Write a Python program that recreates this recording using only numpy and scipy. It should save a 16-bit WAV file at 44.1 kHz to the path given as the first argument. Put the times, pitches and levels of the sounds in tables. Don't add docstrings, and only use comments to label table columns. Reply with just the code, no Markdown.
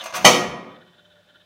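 import sys
import numpy as np
from scipy import signal
from scipy.fft import rfft, irfft
from scipy.io import wavfile

SR = 44100
rng = np.random.default_rng(int(sys.argv[2]) if len(sys.argv) > 2 else 0)


def materialize(psi):
    bounded = np.clip(np.atleast_2d(psi).T, -1, 1)
    quanta = np.round(bounded * 32767).astype(np.int16)
    wavfile.write(sys.argv[1], SR, quanta)


N = 63945
T = np.arange(N) / SR
BIN_HZ = np.fft.rfftfreq(N, 1 / SR)
CLANK_S = .2488

# frequency in Hz, relative level in dB, nominal t60 in seconds.
STEEL_MODES = [(136, -33, .8), (176, -24, .75), (190, -24, .7), (230, -27, .6), (278, -24, .55),
               (360, -23, .7), (484, -19, .45), (516, -23, .5), (597, -14, .36), (715, -18, .56),
               (785, -15, .38), (998, -19, .52), (1138, -14, .4), (1250, -18, .48), (1267, -14, .36),
               (1412, -23, .38), (1898, -16, .55), (1977, -11, .25), (2263, -16, .4), (2398, -13, .33),
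               (2907, -13, .24), (3073, -15, .36), (3116, -10, .32), (3749, -19, .35), (4437, -16, .33),
               (4500, -16, .31), (5211, -21, .34), (5308, -18, .36), (5911, -18, .28), (6261, -13, .26),
               (6452, -16, .26), (8160, -27, .24), (9450, -35, .38)]


def clank(minor_modes):
    # frequency in Hz, relative level in dB.
    frame_colour = [(25, -31.5), (110, -28), (185, -3), (300, -10.5), (480, -4.5), (900, -2), (1250, -11.5),
                    (1550, -15.5), (2400, -8), (3500, -11.5), (4800, -17), (5800, -8.5), (7500, -17.5),
                    (10000, -23.5), (16000, -30.5)]
    contact_colour = [(20, -37.5), (50, -17.5), (150, -15.5), (330, 4.5), (550, -23.5), (800, -0.5),
                      (1200, -6.5), (2200, -27), (6000, -20.5), (16000, -42.5)]
    contact_s, thump_s, thump_hz, rise_s = .245, .2472, 703, .001
    crack = from_db(-9) * noise(frame_colour) * struck(contact_s, t60=.003)
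    contact = from_db(-6) * noise(contact_colour) * struck(contact_s, t60=.017, rise=.00067)
    thump = from_db(1) * np.cos(2 * np.pi * thump_hz * (T - thump_s)) * struck(thump_s, t60=.018)
    ring = from_db(-7.5) * noise(frame_colour, minor_modes) * struck(CLANK_S, t60=.36, rise=rise_s)
    for hz, db, t60 in STEEL_MODES:
        phase, split = rng.uniform(-1, 1, 2)
        twin = (hz + 5.5 * (np.sign(split) + split), db - 13.5, 1.9 * t60)
        for mode_hz, mode_db, decay in (hz, db, t60), twin:
            tone = np.sin(2 * np.pi * (mode_hz * (T - CLANK_S) + phase))
            ring += from_db(mode_db + .68) * tone * struck(CLANK_S, .94 * decay, rise_s)
    return crack + contact + thump + ring


def catch():
    # frequency in Hz, relative level in dB.
    ring_colour = [(25, -50.5), (80, -31), (170, -14), (320, -7), (600, -1.5), (1200, 0.5), (1600, -0.5),
                   (2300, -0.5), (3300, -5.5), (4800, -12), (6200, -7), (8000, -23), (15000, -27)]
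    hiss_colour = [(1000, -14), (4500, -8), (6200, -1.5), (8000, -6.5), (12000, -11), (16000, -12.5)]
    # frequency in Hz, relative level in dB, t60 in seconds.
    modes = [(537, -13, .18), (662, -15, .18), (733, -7, .22), (906, -12, .18), (1104, -22, .15),
             (1991, -16, .1), (2331, -11, .08), (2401, -12, .08), (4210, -18, .1), (6226, -18, .06)]
    # time in seconds, friction level in dB, hiss level in dB.
    slide = [(0, -37.5, -83), (.07, -36, -63), (0.124, -43, -71), (0.138, -26, -53.5), (.153, -23.5, -30),
             (0.175, -25.5, -37), (.192, -34.5, -54), (.208, -32, -57), (0.247, -36, -58)]
    # start in seconds, relative level in dB, share of hiss from 0 to 1.
    ticks = [(0.039, -26.5, 0.73), (.0585, -21, 0.3), (0.062, -34.5, 0.4), (0.085, -38, 0.1),
             (0.125, -30, .12)]
    slips_per_s, release_db_per_s = 2500, 792.5
    body = noise(ring_colour, minor_resonances()) * struck(0, t60=.12)
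    for hz, db, t60 in modes:
        body += from_db(db) * rng.choice([-1, 1]) * np.cos(2 * np.pi * hz * T) * struck(0, t60)
    hiss = noise(hiss_colour) * struck(0, t60=.07)
    times, friction_db, hiss_db = np.transpose(slide)
    slips = unit_rms(rng.standard_normal(N) * (rng.random(N) < slips_per_s / SR))
    slips *= from_db(-release_db_per_s * np.maximum(T - times[-1], 0))
    sound = excite(slips * from_db(np.interp(T, times, friction_db)), body)
    sound += excite(slips * from_db(np.interp(T, times, hiss_db)), hiss)
    for start, db, share in ticks:
        tick = .5 * ((1 - share) * body + share * hiss)
        sound += from_db(db) * np.interp(T - start, T, tick, left=0)
    return sound


def room_tail(minor_modes):
    # frequency in Hz, relative level in dB.
    colour = [(30, -26), (65, -18), (110, -12.5), (180, -2.5), (400, 0.5), (800, -4.5), (1200, -2.5),
              (1550, -11), (2300, -4.5), (3500, -7.5), (4800, -16.5), (5800, -9), (7000, -15),
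              (8000, -20.5), (9700, -18.5), (16000, -30.5)]
    # frequency in Hz, t60 in seconds until the late fade.
    decay_times = [(60, 1.3), (200, 1.05), (500, 1.09), (1200, 1), (2500, 0.77), (5000, 0.57), (8000, 0.48),
                   (15000, .26)]
    half_width_hz, fade_s, fade_db_per_s = 6.7, .72, 44
    peaks = np.max([1 / (1 + ((BIN_HZ - hz) / half_width_hz) ** 2) for hz, _, _ in STEEL_MODES], axis=0)
    spectrum = rfft(noise(colour, minor_modes * (1 - peaks) + from_db(10) * peaks))
    edges_hz = np.geomspace(20, 20000, 21)
    tail = np.zeros(N)
    for low, high in zip(edges_hz, edges_hz[1:]):
        band = irfft(spectrum * ((BIN_HZ >= low) & (BIN_HZ < high)), N)
        tail += band * struck(CLANK_S, t60=at_hz(decay_times, np.sqrt(low * high)), rise=.012)
    late_fade = from_db(-fade_db_per_s * np.maximum(T - fade_s, 0))
    return from_db(-14.5) * tail * late_fade


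def base():
    # centre in seconds, length in seconds, level in dB.
    shudders = [(0.185, 0.066, -59), (0.229, 0.098, -39.5), (0.697, 0.19, -70)]
    # frequency in Hz, relative level in dB.
    colour = [(30, -37.5), (60, -11), (100, -13), (140, 0.5), (180, 3), (240, -10.5), (330, -7),
              (600, -34.5)]
    boom_hz = 68
    shudder = noise(colour) * sum(from_db(db) * swell(centre, length) for centre, length, db in shudders)
    boom = from_db(-46) * swell(centre=.5, length=.1) * np.sin(2 * np.pi * (boom_hz * T + rng.random()))
    return shudder + boom


def bearing():
    # centre in seconds, length in seconds, low rasp in dB, high rasp in dB.
    rubs = [(0.01, 0.028, -42.5, -33.5), (0.714, 0.035, -57, -56.5), (0.758, 0.041, -56.5, -55.5),
            (0.821, 0.036, -55, -59.5), (0.878, 0.049, -63.5, -60), (0.943, .03, -60, -59.5),
            (.995, 0.037, -58, -56.5), (1.059, 0.03, -65, -58.5), (1.119, .04, -62.5, -57.5),
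            (1.177, 0.05, -59, -66), (1.232, .03, -69, -69), (1.299, 0.038, -59, -59),
            (1.358, 0.029, -53.5, -55.5), (1.412, 0.037, -61, -56.5)]
    # frequency in Hz, relative level in dB.
    low_rasp = [(900, -18.5), (1300, -19.5), (1410, -1), (1500, -1.5), (1640, -7.5), (1800, -4.5),
                (1950, -18), (2600, -48.5)]
    high_rasp = [(2000, -36), (2650, -10), (2930, -12), (3075, 7.5), (3220, -11.5), (3470, 3), (3750, -2.5),
                 (4100, -11), (4500, -31.5), (8000, -41.5)]
    # time in seconds, level in dB about which it flickers.
    groan_levels = [(.85, -78.5), (1.03, -67), (1.09, -62), (1.16, -61), (1.205, -56), (1.23, -91),
                    (1.28, -65), (1.45, -68)]
    low_gain, high_gain = from_db(-71.5), from_db(-66.5)
    for centre, length, low_db, high_db in rubs:
        rub = swell(centre, length)
        low_gain = np.hypot(low_gain, from_db(low_db) * rub)
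        high_gain = np.hypot(high_gain, from_db(high_db) * rub)
    groan_hz = 598 + 6 * drift(per_s=35)
    groan = np.sqrt(2) * np.sin(2 * np.pi * np.cumsum(groan_hz) / SR)
    rasp = low_gain * noise(low_rasp) + high_gain * noise(high_rasp)
    groan_db = np.interp(T, *np.transpose(groan_levels)) + 1.1 * drift(per_s=55)
    return rasp + from_db(groan_db) * groan


def room_tone():
    # frequency in Hz, average level in dB.
    hums = [(100, -74), (177.6, -70.5)]
    # frequency in Hz, relative level in dB.
    colour = [(20, -28.5), (40, -13), (70, -3), (170, -5), (300, -4.5), (650, -2.5), (1000, -10),
              (2200, -12.5), (4000, -14), (6000, -20.5), (9000, -26.5), (16000, -30.5)]
    hum = np.zeros(N)
    for hz, db in hums:
        gain = from_db(db + 2 * drift(per_s=21))
        hum += gain * np.sqrt(2) * np.sin(2 * np.pi * (hz * T + rng.random()))
    return hum + from_db(-63.5) * noise(colour)


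def minor_resonances():
    depth_db, spacing_hz = 6.8, 24
    ripple_db = rng.uniform(-depth_db, depth_db, 1024)
    return from_db(np.interp(BIN_HZ / spacing_hz, np.arange(1024), ripple_db))


def noise(colour, resonances=1):
    spectrum = rfft(rng.standard_normal(N)) * from_db(at_hz(colour, BIN_HZ))
    return unit_rms(irfft(spectrum * resonances, N))


def struck(start, t60, rise=1e-4):
    age = np.maximum(T - start, 0)
    return (1 - np.exp(-age / rise)) * from_db(-60 * age / t60)


def swell(centre, length):
    return np.exp(-(2 * (T - centre) / length) ** 2)


def drift(per_s):
    return np.interp(T * per_s, np.arange(1024), rng.standard_normal(1024))


def excite(force, response):
    return signal.fftconvolve(force, response / np.sqrt(np.sum(response ** 2)))[:N]


def at_hz(points, hz):
    points_hz, values = np.transpose(points)
    return np.interp(np.log(hz + 1e-9), np.log(points_hz), values)


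def from_db(db):
    return 10 ** (np.asarray(db) / 20)


def unit_rms(x):
    return x / np.sqrt(np.mean(x ** 2) + 1e-20)


def scene():
    minor_modes = minor_resonances()
    return (catch() + clank(minor_modes) + room_tail(minor_modes) + base() + bearing() + room_tone())[None]


def record(dry):
    low_cut_hz, high_cut_hz, ceiling, knee = 42, 15750, .91, 9
    low_cut = signal.butter(2, low_cut_hz, "high", fs=SR, output="sos")
    high_cut = signal.ellip(10, .1, 70, high_cut_hz, fs=SR, output="sos")
    picked_up = signal.sosfilt(low_cut, dry)
    overloaded = picked_up / (1 + np.abs(picked_up / ceiling) ** knee) ** (1 / knee)
    return signal.sosfilt(high_cut, overloaded)


dry = scene()
out = record(dry)
materialize(out)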